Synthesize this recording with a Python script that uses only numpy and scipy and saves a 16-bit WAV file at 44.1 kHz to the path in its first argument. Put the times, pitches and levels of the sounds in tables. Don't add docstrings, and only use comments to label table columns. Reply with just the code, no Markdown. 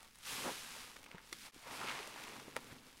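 import sys
import numpy as np
from scipy import signal
from scipy.fft import rfft, irfft, next_fast_len
from scipy.io import wavfile

SR = 44100
rng = np.random.default_rng(int(sys.argv[2]) if len(sys.argv) > 2 else 0)


def bounce(signal):
    frames = np.transpose(np.atleast_2d(signal))
    limited = np.clip(frames, -1, 1)
    pcm = np.round(limited * 32767).astype(np.int16)
    wavfile.write(sys.argv[1], SR, pcm)


N = 132300
T = np.arange(N) / SR

# (time [s], level [dB])
SQUELCH_LEVELS = [
    [(0, -64), (.06, -65), (.13, -77), (.22, -68), (.28, -54), (.48, -48), (.56, -58), (.82, -57),
     (.98, -65), (1.11, -61), (1.16, -58), (1.22, -63.5), (1.38, -71), (1.41, -77), (1.47, -55.5)],
    [(1.56, -64), (1.63, -62.5), (1.68, -53.5), (1.8, -48.5), (1.89, -45), (1.98, -46), (2.1, -53.5),
     (2.29, -51.5), (2.43, -58), (2.6, -62.5), (2.73, -58.5), (2.8, -65), (2.89, -63), (2.95, -69),
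     (3, -68)],
]
FLOW_DB = -60


def amp(db):
    return 10 ** (np.asarray(db) / 20)


def unit(x):
    return x / np.sqrt(np.mean(x ** 2) + 1e-20)


def level(squeezes):
    time_s, db = np.vstack(squeezes).T
    return np.interp(T, time_s, db)


def random_signs(count):
    return rng.choice([-1, 1], count)


def coloured(x, colour):
    size = 4096
    hz, db = np.transpose(colour)
    log_bins = np.log(np.fft.rfftfreq(size, 1 / SR) + 1)
    spectrum_db = np.interp(log_bins, np.log(hz), db)
    cepstrum = irfft(np.log(amp(spectrum_db)))
    cepstrum[1:size // 2] *= 2
    cepstrum[size // 2 + 1:] = 0
    response = irfft(np.exp(rfft(cepstrum)))
    return signal.fftconvolve(x, response / np.linalg.norm(response))[:N]


def bubbles(s, gain, hz, cycles):
    t = np.arange(SR // 50) / SR
    turns = np.clip(hz, 100, SR / 3)[:, None] * t
    decay = amp(-60 * turns / cycles)
    soft_start = 1 - np.exp(-4 * turns)
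    flow = np.sin(2 * np.pi * turns) * decay * soft_start
    rings = np.diff(flow, axis=1, prepend=0)
    rings = gain[:, None] * rings / np.abs(rings).max(axis=1, keepdims=True)
    at = np.round(s * SR).astype(int)[:, None] + np.arange(len(t))
    return np.bincount(np.maximum(at, 0).ravel(), rings.ravel(), N)[:N]


def cluster(s, gain, hz, spread, cycles):
    draw = rng.standard_normal((len(s), 2))
    signs = np.sign(draw[:, 0])
    pitches = hz * np.exp(spread * draw[:, 1])
    return bubbles(s, gain * signs, pitches, cycles)


def foam(squeezes, colour, per_s, scatter_db, smooth):
    crowding = 1.1
    db = level(squeezes)
    rate = per_s * amp(crowding * (db - FLOW_DB))
    chance = np.clip(rate / SR, 1e-4, 1)
    spread_db = scatter_db * np.minimum(rng.exponential(size=N), 4)
    sizes = unit(amp(spread_db)) * random_signs(N)
    bursts = unit((rng.random(N) < chance) * sizes / np.sqrt(chance))
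    hiss = smooth * rng.standard_normal(N)
    return amp(db) * coloured(unit(bursts + hiss), colour)


def rumble():
    # (frequency [Hz], level [dB])
    rumble_colour = [(15, 3), (30, -1.5), (48, -1), (62, -5.5), (90, -8.5), (250, -13), (1000, -44),
                     (15000, -27)]
    return amp(-70) * coloured(rng.standard_normal(N), rumble_colour)


def crackle():
    # (frequency [Hz], level [dB])
    crackle_colour = [(300, -13.5), (1200, -3), (2600, 10), (5000, -2.5), (10000, -11.5), (15500, -39)]
    ticks_per_s, scatter_db = 120, 27
    crackle_db, follow = -71, 1
    sizes = amp(scatter_db * rng.random(N)) * random_signs(N)
    ticks = (rng.random(N) < ticks_per_s / SR) * sizes
    db = crackle_db + follow * (level(SQUELCH_LEVELS) - FLOW_DB)
    return amp(db) * coloured(unit(ticks), crackle_colour)


def tub(x):
    t60_s, echo_db = 0.041, -9.5
    t = T[:SR // 4]
    tail = rng.standard_normal(len(t)) * amp(-60 * t / t60_s)
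    echo = signal.fftconvolve(x, tail / np.linalg.norm(tail))[:N]
    return x + amp(echo_db) * echo


def plops():
    # (time [s], level [dB], pitch [Hz])
    plop_table = [(1.147, -41, 450), (1.145, -45.5, 170), (1.325, -44, 334), (1.386, -63, 237),
                  (1.563, -48, 248), (2.298, -48, 265), (2.382, -49, 272), (2.479, -43.5, 282),
                  (2.565, -31, 537), (2.571, -46, 275), (2.71, -49, 245), (2.72, -46.5, 130)]
    cycles, rise_s = 8.3, 0.00056
    out = np.zeros(N)
    for s, db, hz in plop_table:
        t = np.maximum(T - s, 0)
        decay = amp(db - 60 * hz * t / cycles)
        soft_start = 1 - np.exp(-t / rise_s)
        out += decay * soft_start * np.sin(2 * np.pi * hz * t)
    return out


def pops():
    # (time [s], ring peak [dB], pitch [Hz], life to -60 dB [cycles], film snap over the ring [dB])
    pop_table = [(.006, -47.5, 2940, 7.5, 5), (0.03, -50, 2980, 3.4, 13), (.157, -54, 2500, 3, 16.5),
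                 (.187, -49.5, 3000, 2.3, 13), (0.967, -37.5, 1600, 2.5, -20), (.990, -56, 4000, 3, 8),
                 (1.041, -46, 2550, 14, -4), (1.063, -40.5, 1110, 1.9, -10), (1.065, -45, 2470, 17, -12),
                 (1.115, -38, 2240, 9, -21), (1.1825, -39, 1600, 8, -12), (1.201, -59, 2150, 14, -2),
                 (1.3284, -34, 4180, 22, 1), (1.545, -43.5, 3400, 5, 1), (1.815, -34.5, 1400, 9, -20),
                 (1.834, -33.5, 1250, 9.3, -10), (1.876, -37.5, 2550, 12, -2),
                 (1.887, -32.5, 1370, 4.6, -6), (1.894, -32, 2540, 12, -17), (1.914, -30.5, 1370, 3.6, -9),
                 (2.075, -37, 2500, 1.9, 4), (2.5655, -23, 1610, 3.7, -1.5), (2.5675, -32.5, 910, 4.1, -26)]
    # (frequency [Hz], level [dB])
    snap_colour = [(200, -14), (1000, 3.5), (2500, 2), (4600, -14), (7000, -0.5), (10500, 4), (12500, -10),
                   (15500, -11)]
    s, db, hz, cycles, snap_db = np.transpose(pop_table)
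    snaps = np.bincount(np.round(s * SR).astype(int), amp(db + snap_db), N)
    rings = bubbles(s, amp(db), hz, cycles[:, None])
    return rings - coloured(snaps, snap_colour)


def spits():
    # (time [s], level [dB], centre pitch [Hz], decay [s])
    spit_table = [(.963, -41.5, 2320, 0.0049), (1.030, -42, 3400, 0.0015), (1.041, -45.5, 3800, 0.0043),
                  (1.063, -52, 2400, .003), (1.084, -49, 2700, 0.0029), (1.110, -47, 2700, 0.0054),
                  (1.124, -55, 3200, 0.0022), (1.148, -42.5, 880, .004), (1.3265, -31.5, 3080, 0.0057),
                  (2.160, -38, 1400, .005), (2.234, -41, 3070, 0.0056), (2.397, -38.5, 2320, .004),
                  (2.482, -40.5, 910, 0.002), (2.560, -35.5, 1570, .003), (2.5707, -34.5, 1900, .005),
                  (2.587, -42, 1100, 0.0033)]
    per_s, cycles, spread, trim_db = 6000, 2.2, 0.63, -10.5
    out = np.zeros(N)
    for s, db, hz, decay_s in spit_table:
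        u = np.sort(rng.uniform(0, 3, int(3 * decay_s * per_s)))
        spray = cluster(s + decay_s * u, np.exp(-u * u / 2), hz, spread, cycles)
        out += amp(db + trim_db) * unit(spray) * np.sqrt(decay_s * SR / N)
    return out


def gushes():
    # (time [s], half length [s], level [dB], centre pitch [Hz], bubble rate [1/s])
    gush_table = [(.315, .045, -58, 10500, 5100), (0.476, .03, -45.5, 900, 2160),
                  (0.483, .03, -49, 410, 1060), (1.704, .05, -55, 1050, 1200),
                  (1.746, .025, -64, 9000, 6000), (1.831, 0.048, -53, 1230, 870),
                  (1.892, .028, -48, 2010, 1200), (2.713, .012, -59.5, 1820, 1500)]
    cycles, spread = 6.2, 0.3
    out = np.zeros(N)
    for s, half_s, db, hz, per_s in gush_table:
        u = np.linspace(-1.5, 1.5, int(3 * half_s * per_s))
        u = u + rng.uniform(-0.81, 1, len(u)) / (half_s * per_s)
        swell = np.exp(-u ** 4 / 2)
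        gush = cluster(s + half_s * u, swell, hz, spread, cycles)
        out += amp(db) * unit(gush) * np.sqrt(2 * half_s * SR / N)
    return out


def gurgle():
    # (time [s], level [dB])
    gurgle_levels = [
        [(0, -75.5), (.22, -79.5), (.33, -60), (.47, -51.5), (.55, -60.5), (.64, -68), (1.1, -67.5),
         (1.28, -73.5), (1.35, -67), (1.47, -65.5)],
        [(1.56, -69), (1.62, -75.5), (1.72, -59.5), (1.87, -57.5), (2.08, -63), (2.24, -64.5), (2.33, -58),
         (2.53, -63.5), (2.73, -59.5), (2.8, -65), (3, -70.5)],
    ]
    # (frequency [Hz], level [dB])
    gurgle_colour = [(40, -28), (90, -11.5), (125, -3), (180, -6.5), (255, 2), (350, -7.5), (460, -4),
                     (620, -13.5), (1200, -36), (4000, -33)]
    return foam(gurgle_levels, gurgle_colour, per_s=1000, scatter_db=2.5, smooth=0.44)


def fizz():
    # (time [s], level [dB])
    fizz_levels = [
        [(0, -70.5), (.04, -67.5), (.11, -73), (.22, -66), (.265, -52), (.33, -49), (.5, -52), (.62, -56),
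         (.83, -57.5), (.96, -66), (1.17, -79.5), (1.25, -67.5), (1.37, -62.5), (1.47, -58)],
        [(1.56, -66.5), (1.67, -64.5), (1.73, -57.5), (1.92, -58.5), (2.12, -62.5), (2.27, -61.5), (2.48, -67),
         (2.72, -66), (2.81, -72.5), (2.88, -67.5), (2.94, -70), (3, -66.5)],
    ]
    # (frequency [Hz], level [dB])
    fizz_colour = [(200, -9), (600, -22.5), (1200, -0.5), (3300, 0.5), (5000, -1.5), (7000, -4.5),
                   (10300, -5.5), (12500, -10), (15500, -17.5)]
    trim_db = 4.5
    return amp(trim_db) * foam(fizz_levels, fizz_colour, per_s=5000, scatter_db=3.5, smooth=0.68)


def ringing():
    per_s, hz, spread, cycles = 600, 1970, 0.531, 8.7
    scatter_db, trim_db = 15.5, -7
    draw = rng.random((int(per_s * N / SR), 2))
    times = draw[:, 0] * N / SR
    sizes = amp(scatter_db * draw[:, 1] ** 2)
    swarm = cluster(times, sizes, hz, spread, cycles)
    return amp(level(SQUELCH_LEVELS) + trim_db) * unit(swarm)


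def squelch():
    # (frequency [Hz], level [dB])
    squelch_colour = [(150, -16), (450, -3), (630, -1.5), (900, 3.5), (1400, -1), (1950, -3), (2500, -1.5),
                      (3200, -7.5), (5000, -10.5), (9000, -20), (15000, -35.5)]
    trim_db = -3
    return amp(trim_db) * foam(SQUELCH_LEVELS, squelch_colour, per_s=2500, scatter_db=2.0, smooth=0.52)


def scene():
    background = rumble() + crackle()
    bursts = plops() + pops() + spits() + gushes() + ringing()
    squeezing = gurgle() + fizz() + squelch()
    mono = background + tub(bursts) + squeezing
    return np.array([mono, mono])


def record(dry):
    fade_at_s, fade_out_s, fade_in_s = 1.517, 0.054, 0.035
    fade_left = 0.02
    top_hz = 15800
    falling = (fade_at_s - T) / fade_out_s
    rising = (T - fade_at_s) / fade_in_s
    fade = np.clip(np.maximum(falling, rising), fade_left, 1)
    size = next_fast_len(N + SR // 2)
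    passed = np.fft.rfftfreq(size, 1 / SR) < top_hz
    return irfft(rfft(dry * fade, size) * passed, size)[:, :N]


dry = scene()
out = record(dry)
bounce(out)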